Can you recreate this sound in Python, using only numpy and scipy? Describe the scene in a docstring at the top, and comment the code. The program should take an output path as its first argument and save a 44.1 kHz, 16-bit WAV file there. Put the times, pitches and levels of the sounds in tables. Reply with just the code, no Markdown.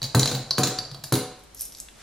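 """Coins into a ceramic piggy bank

Coins are fed one by one into a bank on a table: each ticks against the slot, lands with a thud and clinks
over the coins inside. Then fingers with long nails pick through the coins left in the palm.
Shell, coins and table are decaying sine modes; contacts, slide, sleeve and air are shaped noise.
Each contact and the slide get nearby reflections and a bare room's tail in stereo."""
import sys
import numpy as np
from scipy import signal
from scipy.fft import rfft, irfft, next_fast_len
from scipy.io import wavfile
from scipy.ndimage import uniform_filter1d

SR = 44100
rng = np.random.default_rng(int(sys.argv[2]) if len(sys.argv) > 2 else 0)


def generate_wav(signal):
    """Clip the signal to [-1, 1] and save it as 16-bit WAV at the path in sys.argv[1]."""
    frames = np.transpose(np.atleast_2d(signal))
    scaled = np.clip(frames, -1, 1) * 32767
    pcm = np.round(scaled).astype(np.int16)
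    wavfile.write(sys.argv[1], SR, pcm)


N = 89170
T = np.arange(int(0.7 * SR)) / SR  # time axis of one event, s
RING_ATTACK_S = 0.00041  # onset of every shell and coin ring
COIN_SPREAD = 0.0111  # random detuning of coin modes, fraction of pitch
BANK_LEAD_S, PALM_LEAD_S = 0.000014, 0.000017  # how far the left channel leads
THUD_WET_DB, PALM_WET_DB = -1, -3  # trim of the room tail

# modes of the ceramic shell: pitch_hz, level_db (relative), t60_s
SHELL_MODES = [(3654, -12, 0.021), (3920, -7.5, 0.032), (4048, -0.5, 0.035), (4077, -2, 0.02),
               (4344, -6.5, 0.018), (4525, 0, 0.039), (4588, -2, 0.052), (4870, -6, 0.029),
               (5060, -14, 0.025), (5875, -20.5, 0.042)]
# stereo width of room and sleeve: frequency_hz, side_db (against the middle)
DIFFUSE_WIDTH = [(30, -10), (70, -48), (150, -58), (350, -30), (700, -27), (1400, -23), (2800, -15.5),
                 (4400, -6), (6500, -1.5), (9000, 2.5), (14000, 4)]


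def amp(db):
    """Decibels to gain."""
    return 10 ** (np.asarray(db) / 20)


def unit(x):
    """Scaled to rms 1."""
    return x / np.sqrt(np.mean(x ** 2) + 1e-20)


def along(points, hz):
    """Read (Hz, value) points on a log frequency axis."""
    f, value = np.transpose(points)
    return np.interp(np.log(hz + 1), np.log(f + 1), value)


def filtered(x, response):
    """Multiply the spectrum of x by a response of frequency."""
    n = x.shape[-1]
    m = next_fast_len(n + 4096)
    return irfft(rfft(x, m) * response(np.fft.rfftfreq(m, 1 / SR)), m)[..., :n]


def noise(spectrum, size):
    """Coloured noise of rms 1."""
    white = rng.standard_normal(size)
    return unit(filtered(white, lambda hz: amp(along(spectrum, hz))))


def fade(t, t60):
    """Exponential decay, 60 dB down after t60 seconds."""
    return np.exp(-np.log(1000) * t / t60)


def swell_of(points):
    """Gain per sample from (s, dB) points."""
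    return amp(np.interp(np.arange(N) / SR, *np.transpose(points)))


def ring(modes, attack_s, tilt_db=0, detune=0):
    """Struck body as decaying sines, their balance a little different at every blow."""
    hz, db, t60 = np.transpose(modes)[:, :, None]
    scatter_db = 1.5 * rng.standard_normal(hz.shape)
    gain = amp(db + scatter_db + tilt_db * np.log2(hz / hz.mean()))
    pitch = hz * (1 + detune * rng.standard_normal(hz.shape))
    phase = (detune > 0) * rng.uniform(0, 2 * np.pi, hz.shape)  # random only for detuned bodies
    waves = np.sin(2 * np.pi * pitch * T + phase)
    body = (gain * waves * fade(T, t60)).sum(0) / np.linalg.norm(gain)
    return body * (1 - np.exp(-T / attack_s))


def burst(spectrum, t60):
    """The short decaying noise of a contact."""
    return noise(spectrum, len(T)) * fade(T, t60)


def spread(pair, width):
    """Two unrelated signals, as middle and side, make diffuse stereo of a given width per frequency."""
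    side = filtered(pair[1], lambda hz: amp(along(width, hz)))
    return np.array([pair[0] + side, pair[0] - side])


def add(out, s, x, wet_db, lead_s=0):
    """Place a sound at time s, left channel leading, with nearby reflections and its own room tail."""
    # decay of the room: frequency_hz, t60_s
    room_t60 = [(100, 0.27), (400, 0.57), (1500, 0.71), (4500, 0.55), (9000, 0.46), (15000, 0.16)]
    # tail against the direct sound, ahead of the wet_db trim: frequency_hz, level_db
    room_level = [(100, 2), (250, -3.5), (600, 3.5), (1500, -1), (4500, -3.5), (8000, -4.5), (15000, -3.5)]
    early_s, early_db, early_side_db = 0.014, -8.5, 2  # decay time, level, extra width

    hz, t, z = signal.stft(rng.standard_normal((2, len(T))), SR, nperseg=256)
    t60 = along(room_t60, hz)[:, None]
    energy_norm = np.sqrt(2 * np.log(1000) / (t60 * SR))
    shape = fade(t, t60) * amp(along(room_level, hz))[:, None] * energy_norm
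    tail = signal.istft(z * shape, SR, nperseg=256)[1][:, :len(T)]
    tail = tail * (1 - np.exp(-T / 0.0011))  # soft onset

    early = rng.standard_normal((2, len(T))) * np.exp(-T / early_s) * np.sqrt(2 / (early_s * SR))
    early = filtered(early, lambda f: f / (f + 1500))  # reflections thin out in the bass
    early = early * amp([[early_db], [early_db + early_side_db]])

    room = spread(amp(wet_db) * tail + early, DIFFUSE_WIDTH)
    wet = signal.fftconvolve(x[None], room, axes=1)[:, :len(x)]
    # half the lead as an advance on the left, half as a delay on the right
    direct = filtered(x, lambda f: np.exp(1j * np.pi * f * lead_s * np.array([[1], [-1]])))
    i = max(0, round(s * SR))
    out[:, i:i + len(x)] += (direct + wet)[:, :N - i]


def slot_taps():
    """A coin on the rim or wall rings the ceramic shell, with a noisy crack at the contact."""
    # blows: start_s, ring_db, crack_db, tilt_db_per_octave
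    taps = [(0.0179, -22, -29.5, 3), (0.0413, -13.5, -27, 1), (.053, -36, -30, 0),
            (0.2309, -14.5, -15.5, -46), (0.2579, -16, -16, -14), (0.3172, -23, -38, -36),
            (.3516, -24, -31.5, 21), (0.5082, -10.5, -19, 21), (.511, -16, -37, 8), (0.574, -21, -39, 12),
            (0.7873, -16, -23, 11), (0.851, -25.5, -48, 22), (0.9144, -34, -37, 12),
            (0.9458, -33, -35.5, -8), (1.04, -27.5, -26, 23)]
    # colour of the crack: frequency_hz, density_db_per_hz (relative)
    crack_colour = [(200, 2), (800, 2.5), (1500, 1), (2500, -9), (4500, 9.5), (7000, -7), (11000, -6.5),
                    (14000, -21), (16000, -33)]
    out = np.zeros((2, N))
    for s, ring_db, crack_db, tilt_db in taps:
        shell = amp(ring_db) * ring(SHELL_MODES, RING_ATTACK_S, tilt_db, detune=0.0028)
        crack = amp(crack_db) * burst(crack_colour, t60=0.02)
        add(out, s, shell + crack, wet_db=-2, lead_s=0.000009)
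    return out


def heap_clinks():
    """A coin on the heap rings coins and shell and sets its neighbours rattling, as decaying noise."""
    # blows: start_s, coin_ring_db, shell_ring_db, clatter_db, coin_tilt_db_per_octave
    clinks = [(0.029, -25, -23, -23.5, -10), (.1485, -18, -14.5, -16, 9), (0.1944, -10, -14, -16.5, -10.5),
              (0.2593, -31, -44, -27, -14), (.275, -19, -18, -21, -33), (0.295, -28, -24, -32, -10),
              (0.314, -26.5, -24, -26, 5), (.349, -34, -24.5, -25, 37), (0.5819, -16.5, -21, -17.5, 3.5),
              (.586, -35, -20.5, -22, -7), (0.6336, -12, -14.5, -23.5, -17),
              (0.6361, -18, -15.5, -16.5, -15), (.673, -33, -42, -20, -2), (1.038, -27.5, -36, -32.5, 9),
              (1.1239, -15.5, -21.5, -18, 18), (1.139, -17.5, -19.5, -24.5, 9), (1.154, -24, -30, -19, 15)]
    # modes of the coins in the heap: pitch_hz, level_db (relative), t60_s
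    coin_modes = [(5160, -13, 0.046), (6095, -2, 0.018), (6693, 1, 0.03), (7187, -2, 0.03),
                  (7320, -16, 0.013), (7200, 3, 0.011), (8280, -12.5, 0.052), (9190, -10, 0.078),
                  (9660, -7, .03), (10000, -9, 0.055), (10720, -9, 0.058), (11130, -10.5, 0.025),
                  (12320, -7, 0.022), (13370, -11.5, 0.023)]
    # colour of the rattle: frequency_hz, density_db_per_hz (relative)
    clatter_colour = [(300, -7), (1400, -6.5), (2200, 1), (3000, 0), (5000, 2), (8000, -1.5), (11000, -9.5),
                      (14000, -10.5), (15500, -2)]
    out = np.zeros((2, N))
    for s, coin_db, shell_db, clatter_db, tilt_db in clinks:
        metal = amp(coin_db) * ring(coin_modes, RING_ATTACK_S, tilt_db, COIN_SPREAD)
        shell = amp(shell_db) * ring(SHELL_MODES, RING_ATTACK_S, tilt_db=-41, detune=0.0011)
        clatter = burst(clatter_colour, t60=0.011)
        clatter = clatter + amp(-14.5) * burst(clatter_colour, t60=0.16)  # longer, softer rattle
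        add(out, s, metal + shell + amp(clatter_db) * clatter, wet_db=2, lead_s=BANK_LEAD_S)
    return out


def landings():
    """A coin hitting the bottom thumps the table's modes through the bank, with a hollow noise knock."""
    # falls: start_s, thump_db, knock_db, thump_tilt_db_per_octave
    falls = [(0.1474, -6, -10.5, -2), (.315, -22.5, -26, 5), (0.5822, -12.5, -16.5, 0.5),
             (.593, -21, -23, 2), (.634, -21, -20.5, 1.5), (1.1225, -11, -16, 0.5)]
    # modes of the table top under the bank: pitch_hz, level_db (relative), t60_s
    table_modes = [(119.5, -16, 0.076), (132.3, 0.5, 0.19), (152.2, -5.5, 0.12), (204.4, -8.5, 0.23),
                   (260.4, -3, 0.1236), (288.8, -9.5, 0.2), (327.2, -9, .14), (412.7, -18, 0.37),
                   (488.4, -13, 0.23), (533.5, -16.5, 0.17), (590, -21.5, 0.12), (744, -15, 0.28),
                   (877, -38, 0.3), (1035, -26.5, .1), (1536, -22, 0.12)]
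    # colour of the hollow knock: frequency_hz, density_db_per_hz (relative)
    knock_colour = [(80, -56), (170, -13), (280, 8), (400, -4), (550, 0.5), (750, -8), (870, -4.5),
                    (1050, -4.5), (1600, -7), (2200, -26), (5000, -48)]
    out = np.zeros((2, N))
    for s, thump_db, knock_db, tilt_db in falls:
        thump = amp(thump_db) * ring(table_modes, attack_s=0.0032, tilt_db=tilt_db)
        knock = amp(knock_db) * burst(knock_colour, t60=0.025)
        add(out, s, thump + knock, THUD_WET_DB, BANK_LEAD_S)
    return out


def rocking():
    """The bank rocks softly on the table: a low tone with low noise, swelling, held, then dying away."""
    # nudges: start_s, length_s (until the decay starts), level_db
    nudges = [(.015, 0.029, -30.5), (.19, 0.062, -31.5), (.32, 0.031, -24), (.395, 0.012, -32),
              (.45, 0.079, -41), (.785, 0.024, -35.5), (.91, 0.086, -37), (1.03, 0.02, -37)]
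    # colour of the rocking noise: frequency_hz, density_db_per_hz (relative)
    rocking_colour = [(70, -11), (115, -4), (135, 2), (160, -8.5), (200, -17), (270, -16.5), (400, -27.5),
                      (750, -22.5), (1500, -46.5)]
    out = np.zeros((2, N))
    for s, length_s, db in nudges:
        swell = (1 - np.exp(-T / 0.0069)) * fade(np.maximum(T - length_s, 0), t60=0.12)
        tone = np.sin(2 * np.pi * 133.4 * T)
        grit = amp(-7) * noise(rocking_colour, len(T))
        add(out, s, amp(db) * swell * (tone + grit), THUD_WET_DB)
    return out


def table():
    """Thumps and rocking together, thinned below the table's low limit."""
    low_cut = signal.butter(3, 97, "high", fs=SR, output="sos")
    return signal.sosfilt(low_cut, landings() + rocking())


def palm_picks():
    """Nails and coins click in the palm: short band noise and a coin ring damped by the hand."""
    # clicks: start_s, level_db, centre_hz
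    picks = [(1.392, -49, 10800), (1.437, -49, 10900), (1.547, -33.5, 10900), (1.574, -40, 6700),
             (1.594, -31, 12000), (1.6091, -21.5, 11580), (1.618, -24, 11600), (1.629, -33, 11200),
             (1.6525, -27, 8730), (1.722, -36.5, 5630), (1.749, -36, 4870), (1.8011, -27.5, 7920),
             (1.810, -45, 9150), (1.886, -38.5, 2740)]
    # modes of a coin damped by the palm: multiple_of_centre, level_db (relative)
    damped_coin = [(.8, -3), (1, 4), (1.13, -11)]
    half_width_octaves = 0.59  # the click is half as strong in amplitude this far from its centre
    out = np.zeros((2, N))
    for s, db, centre_hz in picks:
        def band(f):
            octaves = np.log2((f + 1) / centre_hz)
            return 1 / (1 + (octaves / half_width_octaves) ** 2)

        click = unit(filtered(rng.standard_normal(len(T)), band)) * fade(T, t60=0.014)
        modes = [(k * centre_hz, level_db, 0.018) for k, level_db in damped_coin]  # t60 in s last
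        metal = amp(-3.5) * ring(modes, RING_ATTACK_S, detune=COIN_SPREAD)
        add(out, s, amp(db) * (click + metal), PALM_WET_DB, PALM_LEAD_S)
    return out


def palm_slide():
    """Coins slide in the palm: scraping noise whose level flutters at random into grains."""
    # level of the slide: time_s, level_db
    slide = [(1.52, -112), (1.545, -57.5), (1.58, -47), (1.615, -40.5), (1.66, -48.5), (1.71, -60),
             (1.799, -48.5), (1.93, -76), (2.02, -62)]
    # colour of the scrape: frequency_hz, density_db_per_hz (relative)
    scrape_colour = [(500, -39), (2500, -17.5), (4500, -5), (5800, 4.5), (8000, -7.5), (10300, -12),
                     (11400, 4), (13200, -12), (15500, -17)]
    out = np.zeros((2, N))
    grain = unit(uniform_filter1d(rng.standard_normal(N), size=90))  # about 2 ms per grain
    scrape = unit(noise(scrape_colour, N) * amp(5.0 * grain))  # 5 dB rms flutter
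    add(out, 0, scrape * swell_of(slide), PALM_WET_DB, PALM_LEAD_S)
    return out


def palm():
    """Clicks and slide in the hand, with the extreme treble rolled off."""
    top_hz = 13800
    return filtered(palm_slide() + palm_picks(), lambda hz: 1 / np.sqrt(1 + (hz / top_hz) ** 24))


def sleeve():
    """The sleeve brushes the table: wide cloth noise under a slow swell."""
    # level of the brush: time_s, level_db
    brush = [(1.9, -64), (1.96, -59), (2.02, -49.5)]
    # colour of the cloth: frequency_hz, density_db_per_hz (relative)
    cloth_colour = [(100, -8), (400, -6), (1500, -4.5), (4000, -8.5), (9000, -13), (14000, -41)]
    return swell_of(brush) * spread(noise(cloth_colour, (2, N)), DIFFUSE_WIDTH)


def room_air():
    """The quiet air of the room: steady, mostly low noise in stereo."""
    # colour of the air: frequency_hz, density_db_per_hz (relative)
    air_colour = [(25, -4.5), (52, 8.5), (80, -3), (150, -5.5), (300, -7.5), (700, -12.5), (1500, -18.5),
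                  (4000, -19), (9000, -26), (13000, -31.5), (16000, -68)]
    # stereo width of the air: frequency_hz, side_db (against the middle)
    air_width = [(60, -24), (110, -26), (200, -1), (1300, 0.5), (4000, -2.5), (12000, 8)]
    return amp(-54.5) * spread(noise(air_colour, (2, N)), air_width)


def scene():
    """Bank, table, hand and sleeve over the quiet air of the room."""
    return slot_taps() + heap_clinks() + table() + palm() + sleeve() + room_air()


def record(dry):
    """The recorder keeps next to nothing above its band limit."""
    top_hz = 15600
    return filtered(dry, lambda hz: 1 / np.sqrt(1 + (hz / top_hz) ** 100))


dry = scene()
out = record(dry)
generate_wav(out)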